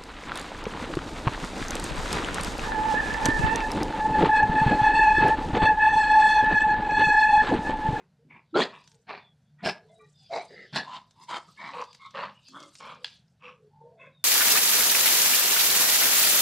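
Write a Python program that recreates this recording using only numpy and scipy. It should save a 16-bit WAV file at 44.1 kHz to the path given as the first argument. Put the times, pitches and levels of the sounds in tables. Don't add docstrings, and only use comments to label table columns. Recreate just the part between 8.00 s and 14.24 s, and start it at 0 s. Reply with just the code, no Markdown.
import sys
import numpy as np
from scipy import signal
from scipy.fft import rfft, irfft
from scipy.io import wavfile
from scipy.ndimage import uniform_filter1d

SR = 44100
rng = np.random.default_rng(int(sys.argv[2]) if len(sys.argv) > 2 else 0)


def dump(signal):
    limited = np.clip(np.atleast_2d(signal).T, -1, 1)
    pcm = np.round(limited * 32767).astype(np.int16)
    wavfile.write(sys.argv[1], SR, pcm)


N = 275184

# start, rise, hold, fall in seconds, effort in dB, swell over the hold in dB,
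# chest thump in dB re effort, brightness in dB re effort, brightening over the hold in dB.
BARKS = [ (0.0, 0.0027, .04, 0.049, -59.5, -8, -12, -7.5, -4),
         (0.285, 0.022, 0.063, .08, -60, 4.5, -2.5, 5.5, -2.5),
         (0.538, .025, 0.061, 0.061, -18.5, -8, -24.5, -16, 16),
         (0.689, 0.039, 0.031, 0.13, -49, -3.5, -9, -2, 4),
         (1.064, .032, 0.085, 0.12, -38, -12.5, -16, -2, 1.5),
         (1.577, .015, .04, .02, -63, 6.5, -8, -1.5, 1), (1.625, 0.038, 0.033, .05, -26, -7, -4.5, -1, 2.5),
         (2.297, .03, .054, 0.092, -34, 1.5, -23, -9.5, 2),
         (2.48, .026, 0.15, 0.084, -51.5, -5, -3.5, -6, 10),
         (2.724, 0.044, .012, 0.089, -27, -3, -10.5, 3, -2.5),
         (2.84, 0.029, .1, 0.056, -51, 6.5, -9, -6.5, 7), (3.14, .02, 0.08, .03, -63, 11, -10.5, -13, 10),
         (3.269, .025, 0.079, .045, -44, 11.5, -39, 0, -7.5),
         (3.44, 0.054, 0.0067, .035, -55, -3.5, -3.5, -20, -5),
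         (3.557, 0.061, 0.099, .03, -45.5, 0.5, -8, 0, -1.5),
         (3.716, .02, 0.083, .04, -39.5, 3.5, -17, -8.5, -1.5),
         (3.969, 0.039, 0.057, 0.053, -55, 7.5, -27, -3.5, 1.5),
         (4.128, 0.024, 0.079, 0.12, -40, 5.5, -11.5, -4, 1.5),
         (4.509, 0.041, 0.089, 0.15, -45.5, -8, -9, -10, 3.5),
         (4.784, 0.021, 0.11, 0.13, -49.5, 4, -8, -7, 5), (5.39, 0.039, 0.057, .11, -53.5, 2.5, -13, -1, 3),
         (5.969, 0.036, 0.052, .12, -57.5, 5.5, -11.5, 3.5, -4), ]
RISE_DB, FALL_DB = -29.5, -29
CHEST_LEAD_DB, CHEST_TRAIL_DB = 12, 8.5
BRIGHT_LEAD_DB, BRIGHT_TRAIL_DB = 1, -3.5


def effort(start, rise, hold, fall, db, swell_db, chest_db, bright_db, brighten_db):
    rise_end = start + rise
    hold_end = rise_end + hold
    end_db, end_bright_db = db + swell_db, bright_db + brighten_db
    return [(start, db + RISE_DB, chest_db + CHEST_LEAD_DB, bright_db + BRIGHT_LEAD_DB),
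            (rise_end, db, chest_db, bright_db),
            (hold_end, end_db, chest_db, end_bright_db),
            (hold_end + fall, end_db + FALL_DB, chest_db + CHEST_TRAIL_DB, end_bright_db + BRIGHT_TRAIL_DB)]


# centre in Hz, width of the final pass in Hz, level in dB.
THROATS = [
    [(408, 134, 1), (870, 570, -10.5), (1940, 230, -9), (2590, 140, -7), (3500, 500, -24),
     (7000, 3600, -47)],
    [(930, 200, -3), (1770, 130, -4), (2238, 350, 1), (3540, 71, -16.5), (7000, 1600, -63)],
    [(454, 410, 1.5), (760, 220, -2), (1290, 270, 4), (1860, 350, -8.5), (2360, 300, -8.5),
     (3000, 100, -13.5), (3447, 400, -9), (4560, 620, -16.5), (6600, 2100, -34.5)],
    [(1030, 230, 0), (1860, 1070, -5.5), (2400, 240, 8), (3400, 370, 0), (7000, 2500, -31)],
    [(415.6, 210, -7), (880, 560, 11), (1501, 680, -10.5), (2406, 143, 2.5), (3150, 570, -13),
     (4150, 480, -10), (6970, 1700, -47.5)],
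    [(950, 200, -3), (1400, 250, 0), (1920, 120, 2.5), (2350, 220, -2.5), (3400, 370, -13),
     (7000, 3000, -46)],
    [(400, 250, -8), (674, 310, 0), (1630, 244, 3.5), (2260, 1290, -4), (3300, 1400, -17), (4170, 200, 4),
     (4960, 520, 3), (6950, 2850, -21)],
    [(638, 340, 0), (2166, 320, -7), (3960, 320, -10), (4780, 320, -15.5), (5900, 810, -27),
     (6850, 1400, -32.5)],
    [(405, 140, -1), (1855, 260, -0.5), (2900, 94, -20), (3730, 340, -15), (4930, 180, -12.5),
     (7000, 1200, -35)],
    [(874, 800, -3), (1535, 430, 1.5), (2600, 880, -3), (3440, 670, -1.5), (4060, 310, 2),
     (4960, 410, -4.5), (7000, 2900, -27.5)],
    [(893, 370, 0), (2260, 560, -25), (2850, 610, -18.5), (3530, 340, -15.5), (4350, 620, -21.5),
     (7100, 1600, -39.5)],
    [(973, 110, 0), (2180, 480, -13), (2840, 330, -10.5), (3550, 430, -16), (4230, 1400, -13),
     (4950, 250, -3), (7000, 3800, -25.5)],
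    [(960, 625, -4), (1303, 65, 10), (2160, 230, -5.5), (3120, 260, -3.5), (3700, 140, -7),
     (4270, 300, -11), (4840, 400, -11.5), (7300, 2550, -29.5)],
    [(1214, 100, 0), (2200, 430, -2), (3010, 570, -30), (3900, 500, -10), (5140, 360, -13),
     (5640, 390, -25), (7100, 3800, -34)],
    [(980, 280, 0), (2020, 350, -5), (3000, 1300, -22.5), (3790, 270, -15), (4950, 220, -19),
     (7030, 1000, -35)],
    [(553, 85, 4.5), (1022, 260, 9.5), (2480, 820, -6), (3640, 630, -10), (5000, 340, -30.5),
     (6800, 3300, -36)],
    [(1090, 135, 0), (2130, 100, 11.5), (3600, 420, -2.5), (4100, 266, -10), (7000, 2560, -34)],
    [(560, 168, -2.5), (1022, 395, -3.5), (1660, 300, -3), (2740, 730, -13.5), (4330, 260, -15),
     (6860, 1500, -43)],
    [(433, 160, -17.5), (1157, 250, 2.5), (2200, 62, -16), (3330, 290, -3), (5040, 210, -24),
     (7210, 3900, -38)],
    [(525, 160, -7), (1046, 410, -5.5), (2340, 170, 7.5), (3200, 480, 1), (3930, 440, -4),
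     (7020, 4100, -38)],
    [(505, 55, -7), (1086, 270, 4), (2530, 510, 1), (3830, 110, -20.5), (5000, 280, -22), (5660, 230, -17),
     (6940, 2800, -43)],
    [(520, 75, -4.5), (1047, 47, -3.5), (1514, 210, -6.5), (2140, 150, 1), (2570, 78, 3.5),
     (3430, 170, -8.5), (6840, 2600, -46)],
]
FLAP_HZ, FLAP_STRAY = 170, .25
WANDER = .015
LUMP_DB = 2.2


def bark(rows, throat):
    effort_db, chest_db, bright_db = played(rows)
    n = len(effort_db)
    turns = np.cumsum(FLAP_HZ * (1 + FLAP_STRAY * drift(n, size=300))) / SR
    flaps = np.diff(np.floor(turns), prepend=0) * amp(1.0 * drift(n, size=100))
    opening = .4 + np.exp(-(turns % 1) / .35)
    breath = opening * rng.standard_normal(n)
    drive = (evened(breath) + .35 * evened(flaps)) * amp(1.5 * drift(n, size=250))
    low, high = np.zeros(n), np.zeros(n)
    for hz, width_hz, db in throat:
        lumps_db = LUMP_DB * drift(n, size=220)
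        moving_hz = hz * (1 + WANDER * drift(n, size=900))
        band = resonate(steep(drive, moving_hz, 2 * width_hz), moving_hz, width_hz)
        add(low if hz < 1500 else high, 0, amp(db + lumps_db) * band)
    chest = resonate(resonate(drive, 175, 240), 130, 230)
    voice = evened(low) + amp(chest_db) * evened(chest) + amp(bright_db) * evened(high)
    return amp(effort_db) * voice * signal.windows.tukey(n, .08)


def barks():
    out = np.zeros(N)
    for row, throat in zip(BARKS, THROATS):
        add(out, row[0], bark(effort(*row), throat))
    return out


# start, rise, fall in seconds, first pitch in Hz, last pitch in Hz, level in dB.
CLEAN_NOTES = [ (0.527, .046, .037, 298, 460, -23), (0.54, .018, .045, 1310, 1510, -28),
               (1.1, 0.027, 0.043, 401, 408, -47), (1.62, 0.016, .04, 178, 183, -37.5),
               (1.625, .03, .055, 720, 584.6, -32.5), (2.292, 0.051, .08, 662.8, 715, -32),
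               (2.725, .014, .055, 138.1, 138.5, -30.5), (3.74, 0.058, 0.048, 495, 490, -39),
               (5.42, 0.041, 0.099, 498, 500, -50.5), ]


def clean_notes():
    return notes(CLEAN_NOTES, edges_db=(-18.5, -11.5), width_hz=50, blur=0.43, flutter_db=2.0)


# start, rise, fall in seconds, first pitch in Hz, last pitch in Hz, level in dB.
HOARSE_NOTES = [ (0.24, 0.022, .06, 250, 230, -60.5), (0.61, 0.014, .012, 1650, 2010, -30.5),
                (1.66, .024, 0.058, 1640, 1700, -40.5), (2.32, 0.0697, .042, 2123, 2300, -43),
                (2.55, 0.058, 0.045, 2050, 2054, -51), (2.751, 0.026, 0.063, 1600, 1800, -35),
                (2.86, 0.063, 0.087, 1005, 1015, -40), (3.28, 0.056, 0.048, 956, 987, -38),
                (3.565, 0.053, 0.049, 1700, 1860, -54), (3.57, 0.093, 0.03, 2157, 2340, -47),
                (3.58, 0.11, 0.028, 1017, 985, -45.5), (3.59, .05, .06, 600, 740, -53.5),
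                (3.74, 0.076, 0.025, 946, 987, -41.5), (4.145, 0.018, 0.043, 550, 525, -44),
                (4.15, 0.099, 0.027, 1023, 1003, -42), (4.48, .1, .14, 255, 316, -56.5),
                (4.55, .04, 0.113, 620, 540, -57.5), (4.58, 0.056, 0.023, 2150, 2140, -60.5),
                (4.81, 0.043, 0.1, 1030, 1050, -48), (4.95, 0.057, .07, 520, 485, -57), ]


def hoarse_notes():
    return notes(HOARSE_NOTES, edges_db=(-5, -8.5), width_hz=82, blur=1.5, flutter_db=2.4)


# frequency in Hz, level in dB, t60 in seconds.
SNAP_MODES = [(950, -2.5, 0.01), (1673, -1, 0.021), (2810, -5, 0.021), (3410, 5.5, 0.017), (4200, 3, 0.018),
              (4880, 1, 0.016), (7550, -3, 0.0044), (9540, -3.5, 0.003), (11800, -15.5, 0.0056)]
SNAP_S, SNAP_PEAK_DB = 5.044, -18


def ring(modes):
    t = np.arange(2000) / SR
    out = np.zeros(len(t))
    for k, (hz, db, t60_s) in enumerate(modes):
        out += amp(db - 60 * t / t60_s) * np.sin(2 * np.pi * hz * t + k * k)
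    return out * np.minimum(t / 0.00034, 1)


def snap():
    t = np.arange(SR // 4) / SR
    cracks = np.zeros(len(t))
    for late_s, db in [(0, -2), (.0013, 12), (.0028, -2)]:
        add(cracks, late_s, amp(db) * ring(SNAP_MODES))
    spray = evened(steep(rng.standard_normal(len(t)), 3300, 1610))
    spray_fade = amp(-26.0 - 60 * t / 0.31)
    return amp(SNAP_PEAK_DB) * (cracks / abs(cracks).max() + spray_fade * spray)


LOUD_DB, GROWTH = -30, 2.2
HISS_DB, BLAST_DB = -31, -19.5


def bark_push():
    push = np.zeros(N)
    for row in BARKS:
        effort_db, _, bright_db = played(effort(*row))
        add(push, row[0], amp(LOUD_DB + GROWTH * (effort_db + bright_db - LOUD_DB)))
    return push


# time in seconds, paws in gravel in dB, panting in dB.
MILLING = [(0.0, -113, -93), (0.45, -108, -88), (0.75, -80, -65.5), (0.9, -68, -76), (1.05, -86.5, -87),
           (1.3, -94, -92), (1.8, -88, -81), (1.9, -79.5, -78), (2.0, -76, -84), (2.1, -78, -82),
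           (2.22, -71.5, -67.5), (2.41, -67.5, -62), (2.68, -87, -61.5), (3.15, -75.5, -77.5),
           (3.4, -68, -67), (3.77, -69.5, -62.5), (4.05, -76.5, -67), (4.42, -78, -70), (4.47, -64.5, -56),
           (4.6, -71, -61), (4.66, -72, -69), (4.74, -59.5, -66), (4.85, -62, -59), (4.98, -84, -70.5),
           (5.15, -68, -63), (5.24, -90.5, -88), (5.3, -77.5, -88.5), (5.37, -94, -91.5), (5.6, -96, -92.5),
           (5.67, -79.5, -86.5), (5.76, -96.5, -88), (6.24, -100, -92)]
# frequency in Hz, relative level in dB per Hz.
GRIT = [(3000, -25), (5000, -4), (6500, -5.5), (8500, -2.5), (11000, -13), (13000, -15)]
GRAINS_PER_S = 500


def milling_levels():
    s, *columns = np.transpose(MILLING)
    return [np.interp(np.arange(N) / SR, s, c) for c in columns]


def gravel(grit_db, push):
    struck = rng.random(N) < GRAINS_PER_S / SR
    strength = amp(3.5 * np.minimum(rng.exponential(1, N), 5))
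    grains = rng.standard_normal(N) * (.5 + strength * struck)
    crackle = patchy(coloured(grains, GRIT), 7.2, frames=6, bins=30)
    return (amp(grit_db) + amp(HISS_DB) * push) * crackle


# frequency in Hz, relative level in dB per Hz.
PANT = [(2000, -22), (2700, -5), (3400, 2), (4200, -1), (4800, 0), (5500, -8.5), (7000, -30.5)]


def panting(pant_db, push):
    wheeze = patchy(coloured(rng.standard_normal(N), PANT), 5.0, frames=25, bins=2)
    return (amp(pant_db) + amp(BLAST_DB) * push) * wheeze


# start in seconds, peak in dB, band centre in Hz.
STONES = [(0.8405, -49, 5020), (0.8758, -42.5, 4690), (0.9167, -49, 4480), (0.9444, -53.5, 4510),
          (3.1091, -46.5, 4985), (3.8153, -36.5, 4250), (3.8394, -42, 4400), (3.8507, -50, 5210),
          (3.93, -42.5, 4300), (3.9472, -40, 4290), (4.0604, -49.5, 4300), (4.1077, -46.5, 4144),
          (4.4847, -39.5, 4970), (4.5294, -62, 4800), (4.6024, -39.5, 4980), (4.6274, -42, 4760),
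          (4.6354, -44, 5190), (4.69, -51, 5230), (4.7454, -57, 4753), (4.7532, -36.5, 4820),
          (4.8042, -37.5, 4380), (4.9477, -50.5, 4300)]


def stones():
    out = np.zeros(N)
    t = np.arange(500) / SR
    for s, db, hz in STONES:
        burst = rng.standard_normal(len(t)) * amp(-60 * t / 0.031)
        knock = steep(burst, hz, 3260)
        add(out, s, amp(db) * knock / abs(knock).max())
    return out


# start, rise, fall in seconds, first pitch in Hz, last pitch in Hz, level in dB.
WHISTLES = [ (0.543, 0.0093, 0.009, 3775, 4250, -40.5), (0.605, .022, 0.0051, 3400, 4500, -29.5),
            (1.185, 0.012, .14, 3600, 3330, -63), (1.885, 0.01, 0.026, 3505, 3470, -71),
            (1.93, 0.035, .14, 3790, 3950, -71), (2.13, .14, 0.031, 3640, 3360, -64),
            (2.14, 0.13, .04, 5000, 4730, -63.5), (2.16, 0.073, .09, 4300, 4300, -72),
            (2.47, 0.021, 0.11, 4750, 4880, -61.5), (2.55, 0.046, 0.056, 2930, 2800, -65),
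            (4.34, 0.025, .04, 2880, 2850, -61), (6.8, .02, .04, 3800, 3650, -75),
            (6.11, 0.041, 0.11, 3846, 3480, -69), ]


def whistles():
    return notes(WHISTLES, edges_db=(-11, -10.5), width_hz=130, blur=.8, flutter_db=2)


# start, rise, fall in seconds, first pitch in Hz, last pitch in Hz, level in dB.
YELPS = [ (0.185, .015, .04, 430, 490, -60.5), (0.88, 0.038, .08, 953, 800, -72),
         (0.918, 0.037, 0.08, 450, 455, -65), (1.58, 0.017, .02, 1914, 1915, -61),
         (1.8, .012, 0.13, 440, 440, -59), (1.875, .015, 0.042, 956, 994, -72.5),
         (1.89, 0.011, 0.05, 2080, 2040, -69), (1.893, 0.014, 0.094, 651, 676, -56),
         (1.95, 0.051, 0.1, 443, 416, -58), (1.984, 0.027, 0.063, 1150, 1205, -62),
         (1.985, 0.069, 0.029, 1975, 1862, -66), (1.986, 0.017, 0.1, 2345, 2440, -67.5),
         (1.987, 0.022, .05, 1450, 1430, -76), (2.02, 0.016, 0.044, 852, 870, -69.5),
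         (2.2, 0.025, 0.035, 760, 775, -68.5), (2.56, 0.027, 0.073, 1330, 1276, -63.5),
         (5.55, .09, 0.077, 455, 410, -58.5), (5.69, .09, .19, 845, 944, -58.5),
         (5.795, .045, 0.1015, 443, 520, -52.5), (5.82, 0.068, 0.056, 621, 636, -62.5),
         (5.89, 0.026, .08, 500, 420, -60.5), (5.91, .03, .12, 670, 665, -57.5), ]


def yelps():
    return notes(YELPS, edges_db=(-13.5, -15), width_hz=60, blur=.7, flutter_db=2.5)


# start, rise, fall in seconds, level in dB.
DRONE = [(0.05, .2, .25, -66), (0.8, .2, .25, -66), (1.3, .3, .02, -60), (1.799, 0.39, .06, -64),
         (5.45, .18, 0.35, -61.5), (5.95, 0.31, .01, -60)]
DRONE_HZ, DRONE_EDGES_DB = 147.6, (-20.5, -13)


def drone():
    out = np.zeros(N)
    for start, rise, fall, db in DRONE:
        rows = glide(start, rise, fall, DRONE_HZ, DRONE_HZ, db, DRONE_EDGES_DB)
        add(out, start, partial(rows, 6.3, 0.58, 0))
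    return out


# frequency in Hz, relative level in dB per Hz.
AIR = [(15, -80.5), (25, -31), (153, -2), (246, -16.5), (281, -29), (686, -25.5), (1190, -37.5),
       (1470, -30), (2240, -38), (4550, -40), (5760, -42), (6750, -44), (13400, -54)]
AIR_DB = -66.5


def air():
    level_db = AIR_DB + 0.76 * drift(N, size=3000)
    return amp(level_db) * evened(coloured(rng.standard_normal(N), AIR))


# frequency in Hz, t60 in seconds.
YARD = [(150, 0.15), (500, .35), (1500, 0.3), (4000, 0.19), (9000, 0.18)]
# delay in seconds, level in dB.
WALLS = [(.011, -14), (0.021, -18), (.034, -21), (.085, -28.5)]


def yard(x):
    taps = np.zeros(SR // 2)
    at = np.arange(500, len(taps) - 20, 20)
    taps[at + rng.integers(0, 20, len(at))] = rng.choice([-1., 1.], len(at))
    hz, t, z = signal.stft(taps, SR, nperseg=256)
    fade = amp(-60 * t / read(YARD, hz)[:, None])
    tail = signal.istft(z * fade, SR, nperseg=256)[1]
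    tail *= amp(-17) / np.linalg.norm(tail)
    for s, db in WALLS:
        add(tail, s, amp([db]))
    return x + signal.fftconvolve(x, tail)[:N]


def amp(db):
    return 10 ** (np.asarray(db) / 20)


def evened(x):
    return x / np.sqrt(np.mean(x ** 2) + 1e-20)


def read(points, hz):
    f, value = np.transpose(points)
    return np.interp(np.log(hz + 1), np.log(f + 1), value)


def add(mix, s, sound):
    part = mix[round(s * SR):][:len(sound)]
    part += sound[:len(part)]


def played(rows):
    s, *columns = np.transpose(rows)
    t = np.arange(s[0], s[-1], 1 / SR)
    return [np.interp(t, s, c) for c in columns]


def resonate(x, hz, width_hz):
    turn = np.exp(2j * np.pi * np.cumsum(hz * np.ones(len(x))) / SR)
    r = np.exp(-np.pi * width_hz / SR)
    return 2 * (turn * signal.lfilter([1 - r], [1, -r], x / turn + 1e-18)).real


def steep(x, hz, width_hz):
    for _ in range(3):
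        x = resonate(x, hz, 2 * width_hz)
    return x


def coloured(x, points):
    return irfft(rfft(x) * amp(read(points, np.fft.rfftfreq(len(x), 1 / SR))), len(x))


def drift(count, size):
    return evened(uniform_filter1d(uniform_filter1d(rng.standard_normal(count), size), size))


def patchy(x, depth_db, frames, bins):
    z = signal.stft(x, nperseg=256)[2]
    patches = uniform_filter1d(uniform_filter1d(rng.standard_normal(z.shape), bins, 0), frames, 1)
    return evened(signal.istft(z * amp(depth_db * evened(patches)), nperseg=256)[1][:N])


ROUND = 0.32


def glide(start, rise, fall, first_hz, last_hz, db, edges_db):
    s = np.array([0, rise / 2, rise, rise + fall / 2, rise + fall])
    drop_db = np.array([edges_db[0], ROUND * edges_db[0], 0, ROUND * edges_db[1], edges_db[1]])
    return np.transpose([start + s, first_hz + (last_hz - first_hz) * s / s[-1], db + drop_db])


def partial(rows, width_hz, blur, flutter_db):
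    hz, db = played(rows)
    halo = steep(rng.standard_normal(len(hz)), hz, width_hz)
    tone = np.sqrt(2) * np.sin(2 * np.pi * np.cumsum(hz) / SR)
    broken = (tone + blur * evened(halo)) * amp(flutter_db * drift(len(hz), size=250))
    return amp(db) * evened(broken) * signal.windows.tukey(len(hz), .2)


def notes(table, edges_db, width_hz, blur, flutter_db):
    out = np.zeros(N)
    for row in table:
        add(out, row[0], partial(glide(*row, edges_db), width_hz, blur, flutter_db))
    return out


# frequency in Hz, gain in dB.
MICROPHONE = [(30, -26.5), (110, -13.5), (200, -1), (5000, 0), (6500, 0.5), (12000, -9)]


def scene():
    grit_db, pant_db = milling_levels()
    push = bark_push()
    near = barks() + clean_notes() + hoarse_notes()
    near += gravel(grit_db, push) + panting(pant_db, push) + stones()
    near += whistles() + yelps()
    add(near, SNAP_S, snap())
    return np.tile(coloured(yard(near), MICROPHONE) + air() + drone(), (2, 1))


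# frequency in Hz, gain in dB.
PORTS = [(4000, -70.5), (4700, -19.5), (6000, -10), (8000, -9.5), (12000, -11.5)]
EDGE_HZ = 13300


def record(dry):
    scatter = rng.standard_normal(SR // 40)
    scattered = signal.oaconvolve(dry[0], scatter / np.linalg.norm(scatter), "same")
    side = coloured(scattered, PORTS) * amp(5.0 * drift(N, size=1500))
    wide = dry + side * np.array([[1], [-1]])
    low_pass = signal.firwin(511, EDGE_HZ, window=("kaiser", 9), fs=SR)
    return signal.oaconvolve(wide, low_pass[None], "same")


dry = scene()
out = record(dry)
dump(out)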